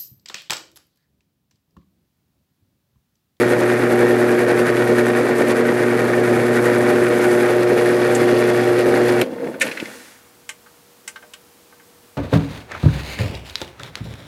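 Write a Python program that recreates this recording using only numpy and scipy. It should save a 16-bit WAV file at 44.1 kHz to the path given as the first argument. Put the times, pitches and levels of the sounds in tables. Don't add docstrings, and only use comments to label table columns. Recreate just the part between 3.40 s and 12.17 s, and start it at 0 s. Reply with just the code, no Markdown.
import sys
import numpy as np
from scipy import signal
from scipy.fft import rfft, irfft, next_fast_len
from scipy.io import wavfile

SR = 44100
rng = np.random.default_rng(int(sys.argv[2]) if len(sys.argv) > 2 else 0)


def convert_level_to_amplitude(level_db):
    exponent = np.asarray(level_db, float) / 20
    return 10 ** exponent


def store_pcm(level_fs):
    pcm = np.round(np.clip(level_fs, -1, 1) * 32767).astype(np.int16)
    wavfile.write(sys.argv[1], SR, np.atleast_2d(pcm).T)


N = 386757
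T = np.arange(N) / SR

PULL_HZ = 120.02
SPINDLE_PER_S = 10.2
OFF_S = 5.822
# start_s, load [0-1], looseness_db, spindle_lead [turns], runout_db
FEED = [(0.0, 0.34, -0.5, -0.1, 2), (.9, .45, 0.5, -.16, 1.5), (1.7, 0.64, -1, -0.079, 1.6),
        (2.2, 0.77, -0.5, -0.32, 2.5), (2.5, 0.85, -2.5, -0.48, -0.2), (2.9, 0.96, -0.5, -0.24, 1.1),
        (3.3, 0.47, 1.5, -0.15, 0.5), (3.7, 0.32, 0.5, -0.27, -0.8), (3.9, 0.18, 4, -.14, .8),
        (4.2, .1, -2, 0.19, 1), (4.8, 0.16, 1.5, 0.06, 0.5), (5.3, 0.22, -1, 0.16, 1.1),
        (5.8, .1, 0.5, -0.085, 0.3)]


def unit_rms(x):
    return x / np.sqrt(np.mean(x ** 2) + 1e-20)


def in_time(rows):
    start_s, *columns = np.transpose(rows)
    return [np.interp(T, start_s, column) for column in columns]


def drift(rate_hz):
    hop = 40
    r = np.exp(-2 * np.pi * rate_hz * hop / SR)
    noise = rng.standard_normal(N // hop + 2002)
    slow = signal.lfilter([1], [1, -2 * r, r * r], noise)[2000:]
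    return np.interp(np.arange(N) / hop, np.arange(len(slow)), unit_rms(slow))


def coloured(x, spectrum):
    size = next_fast_len(N)
    hz, db = np.transpose(spectrum)
    log_hz = np.log(np.arange(size // 2 + 1) * SR / size + 1)
    gain = convert_level_to_amplitude(np.interp(log_hz, np.log(hz), db, -90, -90))
    return unit_rms(irfft(rfft(x, size) * gain, size)[:N])


def band(x, low_hz, high_hz):
    return signal.sosfilt(signal.butter(2, [low_hz, high_hz], "band", fs=SR, output="sos"), x)


def resonance(x, hz, width_hz):
    r = np.exp(-np.pi * width_hz / SR)
    poles = [1, -2 * r * np.cos(2 * np.pi * hz / SR), r * r]
    return signal.lfilter([(1 - r * r) / 2, 0, (r * r - 1) / 2], poles, x)


def ring(clicks, hz, t60_s):
    r, w = convert_level_to_amplitude(-60 / (t60_s * SR)), 2 * np.pi * hz / SR
    return signal.lfilter([0, np.sin(w)], [1, -2 * r * np.cos(w), r * r], clicks + 1e-18)


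def field_decay():
    t60_s = 0.042
    return convert_level_to_amplitude(-60 * np.maximum(T - OFF_S, 0) / t60_s)


def hum():
    # order, level_db
    hum_orders = [(1, -13), (2, -9), (3, -0.5), (4, -5), (5, -10), (6, -19.5), (7, -24), (8, -27.5),
                  (9, -33), (10, -32.5)]
    # idle_db, change_at_full_load_db, wander_db
    order_load = [(-17.5, -5, 1.0), (-30.5, 5.5, 2.5), (-26, -7, 2.5)]
    load, _, lead, runout_db = in_time(FEED)
    turn_db = 0.25 * runout_db * np.cos(2 * np.pi * (SPINDLE_PER_S * T + lead - 0.25))
    main_db, second_db, fourth_db = [idle_db + load_db * load + wander_db * drift(3.4)
                                     for idle_db, load_db, wander_db in order_load]
    own_db = {2: second_db + 8.5, 4: fourth_db + 6.0}
    out = 0
    for k, db in hum_orders:
        shared_db = main_db if k > 2 else np.mean(main_db) + 1.5 * drift(1.4)
        order_db = db + own_db.get(k, shared_db) + k * turn_db + 4.5
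        wobble = 0.066 * k * drift(8.7)
        phase_shift = 1.75 * k * k + 2.5 * (k == 1)
        out = out + convert_level_to_amplitude(order_db) * np.cos(2 * np.pi * k * PULL_HZ * T + phase_shift + wobble)
    return out * field_decay()


def whines():
    # pitch_hz, width_hz, level_db
    whine_tones = [(149.7, 2, -48), (450, 12, -29), (614, 14, -35), (690, 12, -43), (771, 8, -35),
                   (1131, 9, -43), (1250, 20, -42), (1331, 18, -43)]
    noise = rng.standard_normal(N)
    tones = sum(convert_level_to_amplitude(db) * unit_rms(resonance(resonance(noise, hz, width_hz), hz, width_hz))
                for hz, width_hz, db in whine_tones)
    return tones * field_decay()


def jolts_db():
    # centre_s, level_db
    jolts = [(.02, 3), (.16, -3), (1.06, -11), (1.1, 0.5), (1.27, 3), (1.59, 6.5), (1.93, -4), (2.02, 6),
             (2.11, 6), (2.23, -7), (2.6, 4), (2.82, -5), (3.17, 4.5), (3.26, 3), (3.5, 5.5), (3.84, 5),
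             (4.23, 5.5), (4.26, -5), (4.38, 6), (4.46, 7), (4.58, -3.5), (4.81, 1), (4.9, -2), (5.1, 1),
             (5.4, 3.5), (5.66, 1), (5.689, 7), (5.89, 0), (5.93, 6), (6.43, 2)]
    width_s = 0.0092
    coarse_s = np.arange(0, N, 64) / SR
    bells = sum(db * np.exp(-.5 * ((coarse_s - s) / width_s) ** 2) for s, db in jolts)
    return np.interp(T, coarse_s, bells)


def powered_db():
    # level_db, change_at_lift_db, looseness share, runout share, lag [turns]
    parts_on = [
        (-21, -0.5, 0.067, 1.4, 0.23),
        (-25, -2, 0.39, 0.72, 0.075),
        (-41.5, -.5, 0.91, 1.5, 0.01),
        (-40, 5, 0.91, 1.3, 0.1),
    ]
    belt_per_s, belt_lead_turns, belt_lump_db = 12.1, -0.35, 0.8
    lift_s, lift_takes_s = 4.1, 0.23
    _, loose_db, lead, runout_db = in_time(FEED)
    lifted = np.clip((T - lift_s) / lift_takes_s + .5, 0, 1)
    lump_db = belt_lump_db * np.cos(2 * np.pi * (belt_per_s * T + belt_lead_turns))
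    shared_db = loose_db + lump_db + jolts_db() + 0.29 * drift(27.0)
    levels = []
    for db, lift_db, loose, runout, lag in parts_on:
        turn_db = runout_db * np.cos(2 * np.pi * (SPINDLE_PER_S * T + lead - lag))
        levels.append(db + lift_db * lifted + loose * shared_db + runout * turn_db)
    return levels


def coasting_db():
    # free_db, starter_shut_db, share of the rundown
    parts_off = [
        (-28.5, -27.5, 1.04),
        (-49.5, -35.5, 0.64),
        (-58.5, -44, 1),
        (-51, -38.5, 0.72),
    ]
    # time_s, level_db
    rundown = [(5.85, 1), (5.97, -3.5), (6.07, 5.5), (6.19, -5), (6.25, 5), (6.35, -8.5), (6.5, -13),
               (6.7, -26), (7.2, -70)]
    shut = T > 6.21
    rundown_db = in_time(rundown)[0] + jolts_db()
    return [np.where(shut, shut_db, free_db) + share * rundown_db for free_db, shut_db, share in parts_off]


def shaken(spectrum, modes, modes_db, per_s, spread_db, pull_db, lag, patchy_db):
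    since_pull = (PULL_HZ * T - lag) % 1
    pull = convert_level_to_amplitude(pull_db * (T < OFF_S) * (np.exp(-since_pull / .35) - .33))
    sizes = convert_level_to_amplitude(spread_db * np.minimum(rng.exponential(1, N), 5)) * rng.standard_normal(N)
    contacts = unit_rms(sizes * (rng.random(N) < per_s / SR)) + .5 * rng.standard_normal(N)
    force = contacts * pull * convert_level_to_amplitude(patchy_db * drift(39))
    rings = sum(convert_level_to_amplitude(db + 1.3 * patchy_db * drift(2.5)) * resonance(force, hz, width_hz)
                for hz, width_hz, db in modes)
    return unit_rms(coloured(force, spectrum) + convert_level_to_amplitude(modes_db) * unit_rms(rings))


def machine():
    # frequency_hz, density_db [per Hz]
    rumble_colour = [(25, -56), (60, -50), (100, -15), (160, -13), (210, -4.5), (260, -1), (520, -1),
                     (650, -7.5), (900, -17), (1200, -20)]
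    rattle_colour = [(470, -39), (800, -0.5), (896, -2), (1140, -3), (1470, 0), (1860, -1.5), (2030, -6.5),
                     (2290, -6), (2900, -58), (3770, -19), (6380, -120)]
    chatter_colour = [(2940, -7), (5000, -10.5), (6390, -7), (10200, -4), (13300, -12.5), (15800, -71)]
    jingle_colour = [(1590, -0.5), (2700, -2), (3090, -9.5), (4600, -10), (5400, -13.5), (7020, -18),
                     (11900, -120)]
    # frequency_hz, width_hz, level_db
    table_modes = [(161, 18, -7), (276, 46, -2.5), (290.6, 8.2, -23), (403, 100, 0), (513, 12, 2)]
    stand_modes = [(214, 32, -7.5), (259, 22, 1.5), (328, 16, -0.5), (477, 15, 4), (525, 18, -5),
                   (620, 13, -6), (865, 38, -14)]
    casing_modes = [(1435, 35, -2), (1515, 40, 0), (1650, 60, -3), (1815, 45, 2), (1870, 40, -2),
                    (1940, 35, -4), (2090, 30, -4), (2255, 45, -2), (2400, 50, -7)]
    quill_modes = [(6080, 150, -2), (7490, 110, -3), (8330, 90, 0), (9250, 250, 0), (10300, 360, 2),
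                   (11400, 300, 1), (13100, 300, -5)]
    chuck_modes = [(2800, 60, -2), (3395, 60, 0), (4220, 70, -4), (4590, 55, -5), (5050, 60, -8)]

    coast = np.clip((T - OFF_S) / .03, 0, 1)
    rumble_db, rattle_db, chatter_db, jingle_db = [(1 - coast) * on + coast * off
                                                   for on, off in zip(powered_db(), coasting_db())]
    belt = shaken(rumble_colour, table_modes, -7.0, 1500, 2.2, 3.0, .25, patchy_db=1.4)
    stand = shaken(rumble_colour[2:], stand_modes, 4.0, 2500, 1.2, 0, 0, patchy_db=1.5)
    casing = shaken(rattle_colour, casing_modes, -2.0, 4000, 2.4, 6.0, .04, patchy_db=1.2)
    quill = shaken(chatter_colour, quill_modes, -7.0, 6000, 2.0, 8.0, .03, patchy_db=1.5)
    chuck = shaken(jingle_colour, chuck_modes, -10.5, 4000, 1.6, 3.0, .04, patchy_db=1.6)
    rumble = np.sqrt(1 - coast) * belt + np.sqrt(coast) * band(stand, 75, 1100)
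    parts = convert_level_to_amplitude(rumble_db) * rumble + convert_level_to_amplitude(rattle_db) * casing
    parts = parts + convert_level_to_amplitude(chatter_db) * quill + convert_level_to_amplitude(jingle_db) * chuck
    parts = signal.sosfilt(signal.butter(4, 13900, fs=SR, output="sos"), parts)
    air_db = chatter_db - 13.0 - 14.0 * in_time(FEED)[0]
    return parts + convert_level_to_amplitude(air_db) * unit_rms(band(rng.standard_normal(N), 11500, 15000))


def strikes(events, crack_hz, modes, modes_db, rise_s, breadth, reach_db):
    out, t = np.zeros(N + SR), np.arange(SR // 3) / SR
    contact = np.exp(-t / 0.00004) * (t < .001)
    rise = 1 - np.exp(-t / rise_s)
    for start_s, peak_db, hz, crack_db, t60_s in events:
        noise = rng.standard_normal((2, len(t)))
        fade = convert_level_to_amplitude(-60 * t / max(t60_s, .01)) * rise * (0.7 + 0.66 * np.exp(-t / 0.0055))
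        body = resonance(resonance(noise[0], hz, breadth * hz), hz, 1.2 * breadth * hz)
        crack = resonance(resonance(noise[1], crack_hz, 0.7 * crack_hz), crack_hz, crack_hz)
        rings = 0
        for mode_hz, db, tail_s in modes:
            mode_db = db - reach_db * abs(np.log2(mode_hz / hz)) + 2.5 * rng.standard_normal()
            rings = rings + convert_level_to_amplitude(mode_db) * ring(contact, mode_hz, tail_s) * rise
        blow = unit_rms(body) * fade + unit_rms(crack) * fade * convert_level_to_amplitude(crack_db)
        blow = blow + convert_level_to_amplitude(modes_db) * rings / np.max(np.abs(rings))
        at = round(start_s * SR)
        out[at:at + len(t)] += convert_level_to_amplitude(peak_db - 6.5) * blow
    return out[:N]


def starter_strikes():
    # frequency_hz, level_db, t60_s
    starter_modes = [(533, -12, .15), (1486, -5, .045), (1787, -5, .05), (2089, -1, .045), (2283, -1, .045),
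                     (2482, -2, .045), (2650, -3, .04), (3698, -12, .05), (4080, -10, .05),
                     (5740, -16, .05)]
    # start_s, peak_db, pitch_hz, crack_db [re body], t60_s
    switches = [
        (5.8137, -7.5, 2600, -7.5, 0.034),
        (6.1985, -32, 3000, 7, 0.054),
    ]
    clack = [(6.207, -11, 2500, -5, 0.039), (6.2115, 0, 2180, -9, 0.033), (6.2165, -4.5, 2140, 2, 0.029),
             (6.222, -5.5, 2040, -8, 0.054), (6.228, -19, 2200, -17, .025)]
    turns = [(5.9114, -40, 1260, -22, 0.04), (5.9474, -32, 1770, -22, 0.04), (5.9808, -25, 1530, -22, 0.04),
             (6.0104, -27, 1410, -22, 0.04), (6.04, -23, 1500, -22, 0.067), (6.0694, -24, 1950, -25, 0.04),
             (6.1412, -23, 1500, -22, 0.045)]
    ticks = [(6.2687, -18, 2490, -15, 0.035), (6.2844, -24, 2330, -9, 0.041),
             (6.314, -19.5, 2090, -11, 0.083), (6.3726, -19, 1770, -23, 0.1),
             (6.3985, -20, 2400, -7, 0.075), (6.4557, -23.5, 1960, -10, 0.036)]
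    return (strikes(switches, 10000, starter_modes, 1.5, 0.00066, 0.65, 9.0)
            + strikes(clack, 7000, starter_modes, 0.56, 0.0044, 0.57, 3.5)
            + strikes(turns, 4000, starter_modes, -5.0, 0.0037, 0.39, 11.0)
            + strikes(ticks, 3750, starter_modes, 3.1, 0.0009, 0.5, 3.7))


def clamp_strikes():
    # frequency_hz, level_db, t60_s
    clamp_modes = [(604, -1, 0.23), (877, 3, 0.11), (1124, -1, 0.12), (1220, 0, 0.098), (1470, 1, 0.061),
                   (1557, 5, 0.12), (1870, 0, 0.077), (2114, 2, 0.07), (2600, 4, .05), (2900, 7, 0.061),
                   (3130, 8, .05), (3490, 0, .04), (5700, -6, .04), (7400, 7, .06)]
    # start_s, peak_db, pitch_hz, crack_db [re body], t60_s
    lever = [
        (4.7485, -14.5, 7200, -25, 0.077),
    ]
    handling = [(7.091, -23, 2060, -0.5, 0.1), (7.677, -26.5, 2000, 4.5, 0.11),
                (7.936, -30.5, 2830, -2, 0.074), (7.939, -39, 1300, -30, .1)]
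    taps = [(7.261, -40, 1400, -30, 0.14), (7.758, -29.5, 1450, -6, 0.097), (7.823, -38, 1500, -16, 0.15),
            (7.828, -42, 600, -40, 0.25), (8.323, -43, 1350, -32, 0.12), (8.396, -43, 1590, -30, 0.11),
            (8.636, -54, 2400, -12, .05), (8.679, -56, 1100, -20, .08)]
    return (strikes(lever, 4500, clamp_modes, -2.0, 0.0012, 0.5, 9.7)
            + strikes(handling, 7100, clamp_modes, 5.9, .0003, 0.79, 8.9)
            + strikes(taps, 3300, clamp_modes, 6.0, 0.0019, 0.67, 8.7))


def thud():
    click = np.zeros(N)
    click[round(6.4255 * SR)] = convert_level_to_amplitude(-13)
    return band(ring(click, hz=320, t60_s=.02), 90, 1300)


def rub():
    # time_s, level_db
    rub_levels = [(6.2, -75), (6.24, -50), (6.55, -45), (6.72, -50), (6.9, -70)]
    hiss = band(rng.standard_normal(N), 350, 10500)
    level_db = in_time([(6.1, -120), *rub_levels, (7.1, -120)])[0]
    return convert_level_to_amplitude(level_db) * unit_rms(hiss)


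def walls(x):
    t60_s, level_db = 0.15, -19.5
    t = np.arange(SR // 2) / SR
    tail = rng.standard_normal(len(t)) * convert_level_to_amplitude(-60 * t / t60_s) * (t > .006)
    tail = signal.lfilter([.4], [1, -.6], tail)
    return convert_level_to_amplitude(level_db) * signal.fftconvolve(x, tail / np.sqrt(np.sum(tail ** 2)))[:N]


def shop():
    # frequency_hz, density_db [per Hz]
    air_colour = [(15, -52), (25, -41), (80, -14), (152, -14.5), (222, -10.5), (371, -13), (473, -14.5),
                  (572, -16), (672, -16), (791, -15.5), (2150, -22.5), (2460, -22.5), (15800, -26)]
    whine = convert_level_to_amplitude(-58 + 0.99 * drift(6)) * np.sin(2 * np.pi * 480.1 * T)
    recover_from_s, recover_takes_s = 6.2, 0.54
    duck_db = -1.5 * np.clip(1 - (T - recover_from_s) / recover_takes_s, 0, 1)
    return convert_level_to_amplitude(duck_db) * (convert_level_to_amplitude(-52.5) * coloured(rng.standard_normal(N), air_colour) + whine)


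def scene():
    hits = band(starter_strikes() + clamp_strikes() + thud(), 120, 14000)
    return (hum() + whines() + machine() + rub() + hits + walls(hits) + shop())[None]


def low_pass(x):
    return signal.sosfilt(signal.butter(12, 15830, fs=SR, output="sos"), x)


def record(dry):
    mix = 0.96 * np.tanh(dry / 0.91)
    return low_pass(mix)


dry = scene()
out = record(dry)
store_pcm(out)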